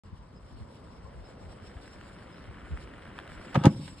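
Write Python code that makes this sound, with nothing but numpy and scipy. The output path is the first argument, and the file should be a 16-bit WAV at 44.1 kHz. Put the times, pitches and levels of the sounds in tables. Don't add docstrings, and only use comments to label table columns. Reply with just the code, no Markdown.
import sys
import numpy as np
from scipy import signal
from scipy.fft import rfft, irfft
from scipy.io import wavfile
from scipy.ndimage import uniform_filter1d

SR = 44100
rng = np.random.default_rng(int(sys.argv[2]) if len(sys.argv) > 2 else 0)


def generate_wav(signal):
    frames = np.transpose(np.atleast_2d(signal))
    scaled = np.clip(frames, -1, 1) * 32767
    pcm = np.round(scaled).astype(np.int16)
    wavfile.write(sys.argv[1], SR, pcm)


N = 176400

# (relative, per Hz)
STREET_COLOUR = [(18, -30), (30, -1), (204, -2.5), (291, -11), (686, -28), (1000, -13.5), (2750, -40),
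                 (4670, -35.5), (5720, -39), (7550, -63), (8780, -71), (9710, -90), (12500, -48)]
# pitch_hz, left_over_right_db
STREET_LEAN = [(600, 0.5), (1030, 7.5), (1700, 1.5)]
# (relative, per Hz)
CAR_COLOUR = [(200, -6), (300, -12), (520, -4), (750, -11.5), (900, -12)]
# time_s, level_db
CAR_LEVEL = [(.04, -65), (.7, -58), (1.5, -54.5), (2.2, -60), (4.0, -65.5)]
# (relative, per Hz)
CODED_RUSTLE_COLOUR = [(2000, -5.5), (2600, -4), (3400, -4.5), (5000, -6), (5500, 1.5), (5800, -19),
                       (6600, -75), (6900, -8.5), (8200, -7), (9300, -11.5), (10000, -19), (12500, -21)]
# time_s, level_db
RUSTLE_LEVEL = [(.04, -75.5), (.5, -69.5), (1.9, -64.5), (3.1, -67), (3.5, -61), (3.7, -56.5), (3.9, -54),
                (4.0, -61.5)]
# start_s, length_s, start_pitch_hz, level_db, left_over_right_db
CHIRPS = [(.355, .035, 5110, -62, 0), (1.052, .016, 1050, -53, 10), (1.24, .04, 5200, -63, 0),
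          (2.321, .033, 5090, -62, 0), (3.893, .032, 8030, -58, 0), (3.98, .018, 4200, -60, 0)]
# (relative, per Hz)
WIND_COLOUR = [(20, -24), (35, -2), (55, 19), (80, 3), (120, -7), (200, -34), (300, -12)]
# peak_s, level_db, width_s, pitch_hz (at the peak)
GUSTS = [(0.134, -33.5, 0.0088, 83), (0.207, -42, 0.019, 48.6), (0.552, -41, 0.035, 59.6),
         (0.619, -35, 0.017, 97), (1.052, -39.5, .015, 76.4), (1.199, -40, 0.052, 51),
         (1.46, -42, 0.041, 83.7), (1.766, -31.5, 0.0067, 64.5), (2.497, -37, 0.016, 86),
         (2.642, -43, 0.03, 58), (2.734, -27, 0.025, 67.5), (2.851, -43, 0.039, 59),
         (3.35, -50.5, 0.072, 66.5)]
# (relative, per Hz)
TYRE_COLOUR = [(88, -66), (150, -6.5), (228, -4), (300, 2.5), (551, -5), (944, -12.5), (1460, -7.5),
               (3070, -17.5), (6480, -46), (9500, -33.5), (12400, -47.5)]
# time_s, level_db
TYRE_LEVEL = [(.04, -71), (.6, -66.5), (1.2, -62.5), (1.8, -58), (2.3, -56), (2.8, -54), (3.2, -53),
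              (3.5, -50)]
# start_s, drive_db (before the tyre colour)
STONES = [(1.8781, -38), (2.012, -38.5), (2.774, -37), (3.1683, -45), (3.1803, -37), (3.189, -29),
          (3.2, -39), (3.277, -36), (3.319, -35.5), (3.333, -42)]
# pitch_hz, level_db (relative), t60_s
RAMP_MODES = [(107, -33, .07), (154.8, 0, 0.061), (200, -6.5, 0.063), (280.4, -0.5, 0.0296),
              (350, -8.5, 0.021), (535.5, -6, 0.054), (712, -13.5, 0.068), (834, -1, 0.028),
              (939, 1, 0.018), (1124, -14.5, 0.088), (1206, -2.5, 0.025), (1540, -8.5, 0.027),
              (1760, -13, 0.02), (2890, -6, 0.0094), (3304, -1.5, 0.0061)]
# start_s, force_db, contact_ms, direction (sign), crack_db
BLOWS = [(3.5445, -29, 0.12, 1, -29), (3.548, -26, 0.3, -1, -29), (3.5544, -15, 0.6, -1, -9.5),
         (3.557, -25, 0.91, 1, -23), (3.5595, -14.5, 1.13, -1, -16), (3.566, -27.5, 2.2, -1, -50),
         (3.5737, -8.5, 3.47, -1, -35), (3.599, -34, 0.44, 1, -46), (3.613, -20.5, 3.1, 1, -50),
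         (3.6365, -25, 0.14, 1, -24.5), (3.647, -11, 0.83, -1, -21), (3.65, -8, 2.1, -1, -40),
         (3.6546, -8.5, 0.082, 1, -19.5), (3.658, -13.5, 0.71, -1, -28), (3.66, -14.5, 1.15, -1, -25),
         (3.661, -16, 0.97, 1, -7), (3.665, -14.5, 1.1, -1, -39), (3.6675, 1, 2.39, -1, -46),
         (3.733, -37, 3, 1, -48), (3.762, -32.5, 1.67, -1, -47), (3.796, -27, 2.35, -1, -55),
         (3.825, -32, 4.8, 1, -63), (3.877, -67, 0.35, 1, -32.5)]
# time_s, level_db
RATTLE_LEVEL = [(3.534, -63), (3.553, -32), (3.57, -50.5), (3.635, -40), (3.655, -26.5), (3.69, -58)]
# pitch_hz, likeness (0 to 1)
FAR_LIKENESS = [(80, 0.87), (400, 1), (700, 0), (1200, 0.56), (4400, 0.08), (5500, 0.94), (7000, 0.03),
                (9100, 1), (10300, 0.54)]
# pitch_hz, likeness (0 to 1)
NEAR_LIKENESS = [(350, 0.97), (600, 0.41), (950, 0.073), (1250, 1), (2000, 1), (2300, 0.29), (2750, 0.94),
                 (3100, 0.98), (4400, 0.19), (9000, 0.95)]
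# pitch_hz, lead_rad, left_over_right_db
MIC_PAIR = [(150, 0, 0), (300, -.3, 0), (550, -.8, 0), (900, -.7, -1), (1500, 0, 0), (2250, .9, 0),
            (2500, 2.3, 2), (2750, 1.1, 3), (3100, .1, 0), (4000, .6, -2.5), (4500, 2.2, -3),
            (5000, 1.3, 0), (5500, 3, 2), (7000, 5.5, 0), (8400, 6.3, 0), (9100, 8, -1), (10300, 9.4, 0),
            (11200, 10, 0)]

STREET_DB, WIND_DB, WIND_LIKENESS = -51, -53, 0.83
GUST_SAG, GUST_LEAN_DB, GUST_EDGE = 0.39, 2, 0.27
ECHO_DB, ECHO_T60_S, ECHO_RISE_S, ECHO_DULL_HZ = -33, 0.67, 0.007, 590
TAKE_OFF_S, LIFT_S, AIRBORNE_DB = 3.6, 0.0068, -13
GRIT_PER_S, GRIT_SPREAD_DB, GRIT_DB, GRIT_T60_S = 600, 3, -2, 0.005
SPREAD_S = 0.00048
CRACK_HZ, CRACK_WIDE = 1330, 0.89
CRACK_SNAP_T60_S, CRACK_T60_S, CRACK_TAIL_DB = 0.0074, 0.073, -7
BOX_LOW_HZ = 82
START_S, LOW_CUT_HZ, EDGE_HZ = 0.036, 43.5, 12100


def amp(db):
    return 10 ** (np.asarray(db) / 20)


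def evened(x):
    return x / np.sqrt(np.mean(x ** 2) + 1e-20)


def read(points, hz):
    f, value = np.transpose(points)
    return np.interp(np.log(hz + 1), np.log(f + 1), value, value[0], value[-1])


def curve(points):
    return np.interp(np.arange(N) / SR, *np.transpose(points))


def add(mix, s, sound):
    part = mix[..., round(s * SR):][..., :sound.shape[-1]]
    part += sound[..., :part.shape[-1]]


def noise(spectrum, likeness, patchy_db, flicker_db):
    frames, hz = N // 256 + 5, np.fft.rfftfreq(1024, 1 / SR)
    a, b, c, d, patches = rng.standard_normal((frames, 513, 5)).T
    patches = uniform_filter1d(patches, size=12, axis=0)
    patches = evened(uniform_filter1d(patches, size=10, axis=1))
    flicker = evened(uniform_filter1d(rng.standard_normal(frames), size=5))

    same = np.clip(read(likeness, hz), -1, 1)[:, None]
    left = a + 1j * b
    right = same * left + np.sqrt(1 - same ** 2) * (c + 1j * d)
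    inside = (hz >= spectrum[0][0]) & (hz <= spectrum[-1][0])
    level_db = read(spectrum, hz)[:, None] + patchy_db * patches + flicker_db * flicker
    z = np.array([left, right]) * amp(level_db) * inside[:, None]
    return evened(signal.istft(z, nperseg=1024, noverlap=768)[1][:, :N])


def far_traffic():
    bed = amp(STREET_DB) * noise(STREET_COLOUR, FAR_LIKENESS, patchy_db=1.1, flicker_db=0.6)
    lean = amp(read(STREET_LEAN, np.fft.rfftfreq(N, 1 / SR)) / 2)
    return irfft(rfft(bed) * np.array([lean, 1 / lean]), N)


def far_car():
    return amp(curve(CAR_LEVEL)) * noise(CAR_COLOUR, NEAR_LIKENESS, patchy_db=0.8, flicker_db=0.4)


def leaves():
    rustle = noise(CODED_RUSTLE_COLOUR, FAR_LIKENESS, patchy_db=2.5, flicker_db=2.9)
    return amp(curve(RUSTLE_LEVEL)) * rustle


def birds():
    out = np.zeros((2, N))
    for s, length, hz, db, pan_db in CHIRPS:
        t = np.arange(0, length, 1 / SR)
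        tone = np.sin(2 * np.pi * hz * t * (1 - 0.2 * t))
        tone *= np.sin(np.pi * t / length) ** 0.5
        tone *= 1 + 0.3 * evened(uniform_filter1d(rng.standard_normal(len(t)), size=300))
        add(out, s, amp(db + np.array([[pan_db], [-pan_db]]) / 2) * tone)
    return out


def wind():
    likeness = [(20, WIND_LIKENESS), (300, WIND_LIKENESS)]
    out = amp(WIND_DB) * noise(WIND_COLOUR, likeness, patchy_db=-3.0, flicker_db=-2.0)
    side = np.array([[1], [-1]])
    variations = rng.uniform(-0.58, 1, (len(GUSTS), 3))
    for (s, db, width, hz), (turn, skew, lean) in zip(GUSTS, variations):
        u = np.arange(-3 * width, 3 * width, 1 / SR)
        sagging = u - GUST_SAG * width * np.log(np.cosh(u / width))
        phase = 2 * np.pi * hz * sagging + np.pi * turn
        thump = np.sin(phase + 0.88 * skew * side) + GUST_EDGE * np.sin(2 * phase + turn)
        swell = np.exp(-(u / width) ** 2)
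        add(out, s - 3 * width, amp(db + GUST_LEAN_DB * lean * side) * swell * thump)
    return out


def echoes(x):
    t = np.arange(SR // 2) / SR
    taps = rng.standard_normal((2, len(t))) * (rng.random((2, len(t))) < 0.05)
    taps *= amp(-60 * t / ECHO_T60_S) * np.minimum(t / ECHO_RISE_S, 1)
    taps = 3.2 * taps[:1] + 0.074 * taps
    taps = signal.lfilter(*signal.butter(2, ECHO_DULL_HZ, fs=SR), taps)
    return amp(ECHO_DB) * signal.fftconvolve(x, taps / np.linalg.norm(taps[0]), axes=1)[:, :N]


def tyres():
    t = np.arange(600) / SR
    hz = np.fft.rfftfreq(N, 1 / SR)
    sizes_db = GRIT_SPREAD_DB * np.minimum(rng.exponential(1, N), 2.5)
    clicks = amp(sizes_db) * (rng.random(N) < GRIT_PER_S / SR)
    grit = signal.oaconvolve(clicks, amp(-60 * t / GRIT_T60_S))[:N] * rng.standard_normal(N)
    grit = evened(irfft(rfft(grit) * amp(read(TYRE_COLOUR, hz)) * (hz > 500), N))

    hiss = noise(TYRE_COLOUR, NEAR_LIKENESS, patchy_db=0.0, flicker_db=0.5)
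    lift = 1 / (1 + np.exp(np.clip((TAKE_OFF_S - np.arange(N) / SR) / LIFT_S, -50, 50)))
    rolling = amp(curve(TYRE_LEVEL) + AIRBORNE_DB * lift) * (hiss + amp(GRIT_DB) * grit)

    stones = np.zeros(N)
    for s, drive_db in STONES:
        add(stones, s, amp(drive_db - 60 * t / 0.01) * rng.standard_normal(600))
    stone_colour = amp(0.75 * read(TYRE_COLOUR, hz) + 14.5) * (hz > 700)
    return rolling + irfft(rfft(stones) * stone_colour, N)


def ramp_crack(t, contact_ms, crack_db):
    top_hz = np.clip(CRACK_HZ / contact_ms ** 0.59, 300, 11000)
    band = signal.butter(2, [0.13 * top_hz, top_hz], "bandpass", fs=SR)
    crack = signal.lfilter(*band, rng.standard_normal((3, len(t))))
    crack = crack[:1] + CRACK_WIDE * crack[1:]
    grain = np.sqrt(rng.exponential(1, len(t) // 40 + 1)).repeat(40)[:len(t)]
    snap, tail = amp(-60 * t / CRACK_SNAP_T60_S), amp(CRACK_TAIL_DB - 60 * t / CRACK_T60_S)
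    fade = amp(crack_db) * (snap + tail) * np.minimum(t / 0.0011, 1)
    return crack * uniform_filter1d(grain, size=16) * fade


def ramp():
    t, out = np.arange(SR // 4) / SR, np.zeros((2, N))
    hz, db, t60 = np.transpose(RAMP_MODES)[:, :, None]
    ring = amp(db - 60 * t / t60) * np.sin(2 * np.pi * hz * t) * (1 - np.exp(-t / SPREAD_S))
    for s, force_db, contact_ms, direction, crack_db in BLOWS:
        push = np.hanning(max(round(contact_ms * SR / 1000), 3) + 2)
        seated = 1 - np.exp(-(hz * contact_ms / 250) ** 2)
        knock = np.convolve((seated * ring).sum(0), push / push.sum())[:len(t)]
        crack = ramp_crack(t, contact_ms, crack_db)
        add(out, s, amp(force_db) * np.sign(direction) * knock + crack)

    boards = ring[hz[:, 0] > 500].sum(0)[None]
    rolling = signal.oaconvolve(rng.standard_normal((2, N)), boards, axes=1)[:, :N]
    rattle = evened(2 * rolling[:1] + 0.5 * rolling)
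    t = np.arange(N) / SR
    on_boards = (t > RATTLE_LEVEL[0][0]) & (t < RATTLE_LEVEL[-1][0])
    out = out + amp(curve(RATTLE_LEVEL)) * rattle * on_boards
    return signal.sosfiltfilt(signal.butter(2, BOX_LOW_HZ, "highpass", fs=SR, output="sos"), out)


def ports(x):
    hz = np.fft.rfftfreq(N, 1 / SR)
    at, lead, tilt_db = np.transpose(MIC_PAIR)
    half = amp(np.interp(hz, at, tilt_db) / 2) * np.exp(0.5j * np.interp(hz, at, lead))
    return irfft(rfft(x) * np.array([half, 1 / half]), N)


def scene():
    far = far_traffic() + far_car() + leaves()
    knocks = ramp()
    return ports(far + echoes(knocks) + tyres() + knocks) + birds() + wind()


def record(dry):
    on = np.arange(N) >= START_S * SR
    thin = signal.lfilter(*signal.butter(2, LOW_CUT_HZ, "highpass", fs=SR), dry * on)
    band_limit = signal.firwin(511, EDGE_HZ, window=("kaiser", 9), fs=SR)
    return signal.oaconvolve(thin, band_limit[None], "same")


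dry = scene()
out = record(dry)
generate_wav(out)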